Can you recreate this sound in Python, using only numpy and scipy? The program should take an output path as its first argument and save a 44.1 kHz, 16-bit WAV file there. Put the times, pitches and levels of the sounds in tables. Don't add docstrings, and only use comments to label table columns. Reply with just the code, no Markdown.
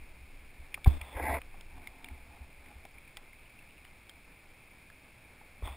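import sys
import numpy as np
from scipy import signal
from scipy.fft import rfft, irfft
from scipy.io import wavfile

SR = 44100
rng = np.random.default_rng(int(sys.argv[2]) if len(sys.argv) > 2 else 0)


def master(y):
    cut = np.clip(np.atleast_2d(y).T, -1, 1)
    pcm = np.round(cut * 32767)
    wavfile.write(sys.argv[1], SR, pcm.astype(np.int16))


N = 254319
TIME = np.arange(N) / SR


def from_db(db):
    return 10 ** (np.asarray(db) / 20)


def rms_one(x):
    return x / np.sqrt(np.mean(x ** 2) + 1e-20)


def coloured(x, colour):
    hz, db = np.transpose(colour)
    bins = np.fft.rfftfreq(N, 1 / SR) + 1
    gain = from_db(np.interp(np.log(bins), np.log(hz), db))
    return rms_one(irfft(rfft(x) * gain, N))


def drift(rate):
    return np.interp(TIME * rate, np.arange(N // 10), rng.standard_normal(N // 10))


def resonance(x, hz, width_hz):
    r = np.exp(-np.pi * width_hz / SR)
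    poles = [1, -2 * r * np.cos(2 * np.pi * hz / SR), r * r]
    return signal.lfilter(np.array([1, 0, -1]) * (1 - r * r) / 2, poles, x + 1e-18)


def ring(x, hz, t60):
    r, w = np.exp(-np.log(1000) / (t60 * SR)), 2 * np.pi * hz / SR
    return signal.lfilter([0, np.sin(w)], [1, -2 * r * np.cos(w), r * r], x + 1e-18)


def add(out, s, sound):
    start = round(s * SR)
    out[start:start + len(sound)] += sound[:N - start]


def envelope(start_s, length_s, attack_s, release_s):
    swell = np.minimum(TIME - start_s, 0) / attack_s
    decay = np.maximum(TIME - start_s - length_s, 0) / release_s
    return np.exp(swell - decay) + 1e-12


def contact(chatter_s, grit, size=3000):
    force = grit * rng.standard_normal(size) * np.exp(-TIME[:size] / chatter_s)
    force[0] += 1
    return force


def stick_slip(rate_hz):
    cycles = np.cumsum(rate_hz) / SR
    return np.diff(np.floor(cycles), prepend=0)


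# crest time in seconds, rumble level in dB.
SHOVES = [(0.0, -51.5), (0.9, -59), (1.3, -54), (5.6, -60)]
# frequency in Hz, relative level in dB.
LAPPING_EQ = [(100, 1.5), (280, 2.5), (430, -1.5), (600, -1.5), (850, -1), (1200, -7), (1800, -3),
              (3000, -22), (5800, -22.5)]
RUMBLE_EQ = [(10, -1.5), (20, 10), (40, -9.5), (68, 1), (100, -21), (180, -35.5), (400, -75)]

def river(calm_rumble_db=-63, calm_lap_db=-63, follow_power=0.089):
    swells = sum(from_db(db) * envelope(s, 0, attack_s=0.09, release_s=0.83) for s, db in SHOVES)
    rocking = from_db(calm_rumble_db) + swells
    stirred = (rocking / from_db(calm_rumble_db)) ** follow_power
    lapping = from_db(calm_lap_db + drift(24.78)) * coloured(rng.standard_normal(N), LAPPING_EQ)
    rumble = coloured(rng.standard_normal(N), RUMBLE_EQ)
    return stirred * lapping + rocking * rumble


# frequency in Hz, relative level in dB.
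PORT_EQ = [(100, 4), (500, -20), (1300, -12.5), (1800, -27), (2100, 1), (2380, 3.5), (2600, -1),
           (2900, -13), (3400, -11.5), (4200, -16), (5200, -18), (5900, -12)]

def hiss(shared_db=-57, own_db=-71.5):
    shared = from_db(shared_db) * coloured(rng.standard_normal(N), PORT_EQ)
    return shared + from_db(own_db) * rng.standard_normal((2, N))


# time in seconds, peak of the dent in dB.
TUBE_BLOWS = [(0.597, -46.5), (0.8762, -6), (1.02, -37), (1.162, -31.5), (1.776, -49), (2.116, -39.5),
              (2.292, -50), (2.412, -41), (2.760, -47), (5.6348, -29), (5.657, -30.5), (5.704, -39.5)]
BOOM_HZ = 67.8

def bumps(rebound=0.94, boom_t60=0.24):
    push, kicks = np.zeros((2, N))
    for s, db in TUBE_BLOWS:
        contact_s = 0.004 * from_db(-0.066 * db)
        boom_db = db - 14 - 0.36 * db
        dent = 1 / np.cosh(np.clip((TIME - s) / contact_s, -20, 20))
        push += from_db(db) * dent * ((1 + rebound) * dent ** 2 - rebound)
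        add(kicks, s, -from_db([boom_db]))
    boom = ring(kicks, BOOM_HZ, boom_t60)
    quarter_cycle_s = 0.25 / BOOM_HZ
    return push + np.interp(TIME - quarter_cycle_s, TIME, boom)


# start in seconds, peak in dB, pitch in Hz, brightness in dB.
GEAR_TICKS = [(.7424, -24.5, 2324, -8), (0.8445, -30, 2330, -6.5), (1.0134, -31.5, 2416, -15),
              (1.417, -34.5, 2470, -31), (1.6101, -39, 2300, 4), (1.872, -31.5, 2120, -7.5),
              (2.044, -35.5, 2400, -6.5), (2.0864, -38, 2170, -11), (2.6602, -44, 2070, -9),
              (2.852, -39.5, 2250, -4.5), (3.17, -28.5, 2006, -1), (3.8507, -40.5, 2140, -8),
              (4.0944, -39, 3200, 3), (4.9012, -43, 1700, -8), (5.674, -41, 3430, -14)]
# frequency in Hz, relative level in dB, t60 in seconds.
GEAR_MODES = [(1590, 3, 0.0013), (3544, 0.5, 0.0061), (3900, -17, 0.0055), (5040, -2, 0.0024)]

def ticks(t60=0.017):
    out = np.zeros(N)
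    for s, db, hz, bright_db in GEAR_TICKS:
        force = contact(chatter_s=0.021 * from_db(0.64 * db), grit=0.63)
        side_modes = sum(from_db(mode_db + bright_db) * ring(force, mode_hz, mode_t60)
                         for mode_hz, mode_db, mode_t60 in GEAR_MODES)
        tick = ring(force, hz, t60) - side_modes
        add(out, s, from_db(db) * tick / np.abs(tick).max())
    return out


# start in seconds, peak in dB, pitch in Hz.
HULL_KNOCKS = [(0.776, -40.5, 900), (0.8613, -25.5, 776), (1.543, -46, 795), (2.852, -42, 794),
               (3.172, -43, 810), (5.413, -47.5, 800), (5.624, -38.5, 513), (5.6751, -32.5, 1036),
               (5.676, -35.5, 620)]

def knocks(t60=0.024):
    out = np.zeros(N)
    for s, db, hz in HULL_KNOCKS:
        force = contact(chatter_s=0.0058, grit=0.12)
        overtone = from_db(-4) * ring(force, hz * 1.31, t60 / 2)
        edge = from_db(-10) * ring(force, hz * 1.92, t60 / 2)
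        knock = ring(force, hz, t60) + overtone + edge
        add(out, s, from_db(db) * knock / np.abs(knock).max())
    return out


# start in seconds, length in seconds, level in dB, fade in dB per second.
CLOTH_SCUFFS = [(0.865, 0.13, -45.5, 108), (1.009, 0.194, -51.5, 14), (5.635, 0.017, -52.5, 0),
                (5.657, .11, -45.5, 125)]
# frequency in Hz, relative level in dB.
CLOTH_EQ = [(100, -21), (300, -12), (550, 1.5), (800, 3.5), (1050, 3.5), (1500, -10), (2200, 0.5),
            (2600, -3), (3000, -13), (3500, 2.5), (3950, -19), (5200, -22), (5900, -17)]

def scuffs(grain_db=1.5):
    level = np.zeros(N)
    for s, length_s, db, fade_db_per_s in CLOTH_SCUFFS:
        fading = from_db(db - fade_db_per_s * np.clip(TIME - s, 0, length_s))
        level += fading * envelope(s, length_s, attack_s=0.005, release_s=0.0027)
    grains = rng.standard_normal(N) * from_db(grain_db * drift(350))
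    return level * coloured(grains, CLOTH_EQ)


def jolt(start_s=0.8769, snap_db=-4, crackle_db=-30, rock_db=-26, rock_lag_s=0.01):
    kick, chatter = np.zeros((2, N))
    add(kick, start_s, np.ones(1))
    add(chatter, start_s, contact(chatter_s=0.0047, grit=0.36))
    crackle = resonance(chatter, hz=3000, width_hz=2600)
    crackle *= from_db(crackle_db) / np.abs(crackle).max()
    snap = from_db(snap_db) * ring(kick, hz=75, t60=0.027)
    rock = from_db(rock_db) * np.interp(TIME - rock_lag_s, TIME, ring(kick, hz=67, t60=0.15))
    return np.array([crackle - snap - rock, rock])


def creak(start_s=0.893, end_s=0.98, slip_hz=270, step_db=-36, leak_s=0.0033):
    slips = stick_slip(slip_hz * np.exp(0.25 * drift(250))) * (TIME > start_s) * (TIME < end_s)
    heights = from_db(step_db + 3 * drift(200))
    steps = signal.lfilter([1], [1, -np.exp(-1 / (leak_s * SR))], slips * heights + 1e-18)
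    return np.array([steps, np.zeros(N)])


# frequency in Hz, width in Hz, relative level in dB.
PADDLE_MODES = [(284, 48, -2), (536, 60, 2), (729, 103, 1), (844, 114, 1.5), (1022, 162, -3.5),
                (1570, 130, -11.5), (2060, 280, -5), (2320, 640, -15.5), (3380, 280, -19.5),
                (5150, 170, -20)]

def drag(start_s=1.167, hardest_s=1.329, end_s=1.389, slip_hz=72, boom_db=-5, top_hz=2700):
    pressure = np.sin(np.pi / 2 * np.interp(TIME, [start_s, hardest_s, end_s], [0, 1, 0]))
    stroke = envelope(start_s, end_s - start_s, attack_s=0.015, release_s=0.0026)
    level = stroke * from_db(-39 + 7 * pressure)
    weight = from_db(-8 + 8.5 * pressure)
    slips = stick_slip(slip_hz * (1 + 0.06 * drift(60)))
    judder = rms_one(signal.fftconvolve(slips, contact(chatter_s=0.014, grit=0.88))[:N])
    force = (judder + rng.standard_normal(N)) * from_db(2 * drift(150))
    modes = sum((-1) ** k * from_db(db + 3 * drift(40.03)) * resonance(force, hz, width)
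                for k, (hz, width, db) in enumerate(PADDLE_MODES))
    soft_rubber = signal.butter(2, top_hz, fs=SR, output="sos")
    body = rms_one(signal.sosfilt(soft_rubber, modes))
    body += (weight - 1) * resonance(body, hz=600, width_hz=400)
    shove = rms_one(slips) + rng.standard_normal(N)
    tube = resonance(resonance(shove * level, BOOM_HZ, 18), BOOM_HZ, 52)
    tube /= resonance(shove, BOOM_HZ, 15).std()
    return level * body + from_db(boom_db) * tube


# start in seconds, length in seconds, level in dB, pitch ratio.
TUBE_SLOSHES = [(1.779, 0.078, -58.5, 1.01), (2.035, .1, -63, 1), (2.326, 0.065, -62.5, 0.98),
                (2.696, 0.02, -63.5, 0.977)]
# frequency in Hz at pitch ratio 1, width in Hz, relative level in dB.
GAP_MODES = [(267, 31, 2.5), (353, 73, -5.5), (727, 83, -0.5), (838, 42, -0.5), (1590, 330, -20.5)]

def slosh(gulp_db=3.5):
    out = np.zeros(N)
    gulps = rng.standard_normal(N) * from_db(gulp_db * drift(45))
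    for s, length_s, db, pitch in TUBE_SLOSHES:
        notes = sum(from_db(mode_db) * resonance(gulps, pitch * hz, width)
                    for hz, width, mode_db in GAP_MODES)
        out += from_db(db) * envelope(s, length_s, attack_s=0.053, release_s=0.084) * rms_one(notes)
    return out


# start in seconds, level in dB, starting pitch in Hz.
BIG_DROPS = [(2.059, -47.5, 2650), (2.982, -44.5, 2270), (3.076, -47, 2340), (3.331, -48, 2090),
             (3.589, -47.5, 2550), (3.846, -54, 2900)]

def drips(drops, rise_s=0.0019, glide=4.3, splash=0.18, size=1500):
    out, t = np.zeros(N), TIME[:size]
    for s, db, hz in drops:
        bubble = np.sin(2 * np.pi * hz * t * (1 + glide * t))
        spray = rms_one(resonance(rng.standard_normal(size), hz, width_hz=1200))
        swell = t / rise_s * np.exp(1 - t / rise_s)
        add(out, s, from_db(db) * swell * (bubble + splash * spray))
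    return out


def dribble(start_s=3.25, end_s=3.9, db=-57.5, hz=2720, spread_octaves=0.13, count=7):
    times = rng.uniform(start_s, end_s, count)
    levels = db + 0.5 * rng.standard_normal(count)
    pitches = hz * 2 ** (spread_octaves * rng.standard_normal(count))
    return list(zip(times, levels, pitches))


def scene():
    camera = hiss() + jolt() + creak()
    boat = bumps() + knocks() + ticks() + drag() + scuffs()
    water = drips(BIG_DROPS + dribble()) + slosh() + river()
    return boat + water + camera


def record(dry, cutoff_hz=15600):
    anti_alias = signal.firwin(6001, 5600, fs=40 * SR)
    coarse = signal.resample_poly(dry, 40, 147, axis=-1, window=anti_alias)
    held = np.repeat(coarse, 4, axis=-1)
    glassy = signal.resample_poly(held, 147, 160, axis=-1)[:, :N]
    return signal.sosfilt(signal.ellip(10, 0.1, 90, cutoff_hz, fs=SR, output="sos"), glassy)


dry = scene()
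out = record(dry)
master(out)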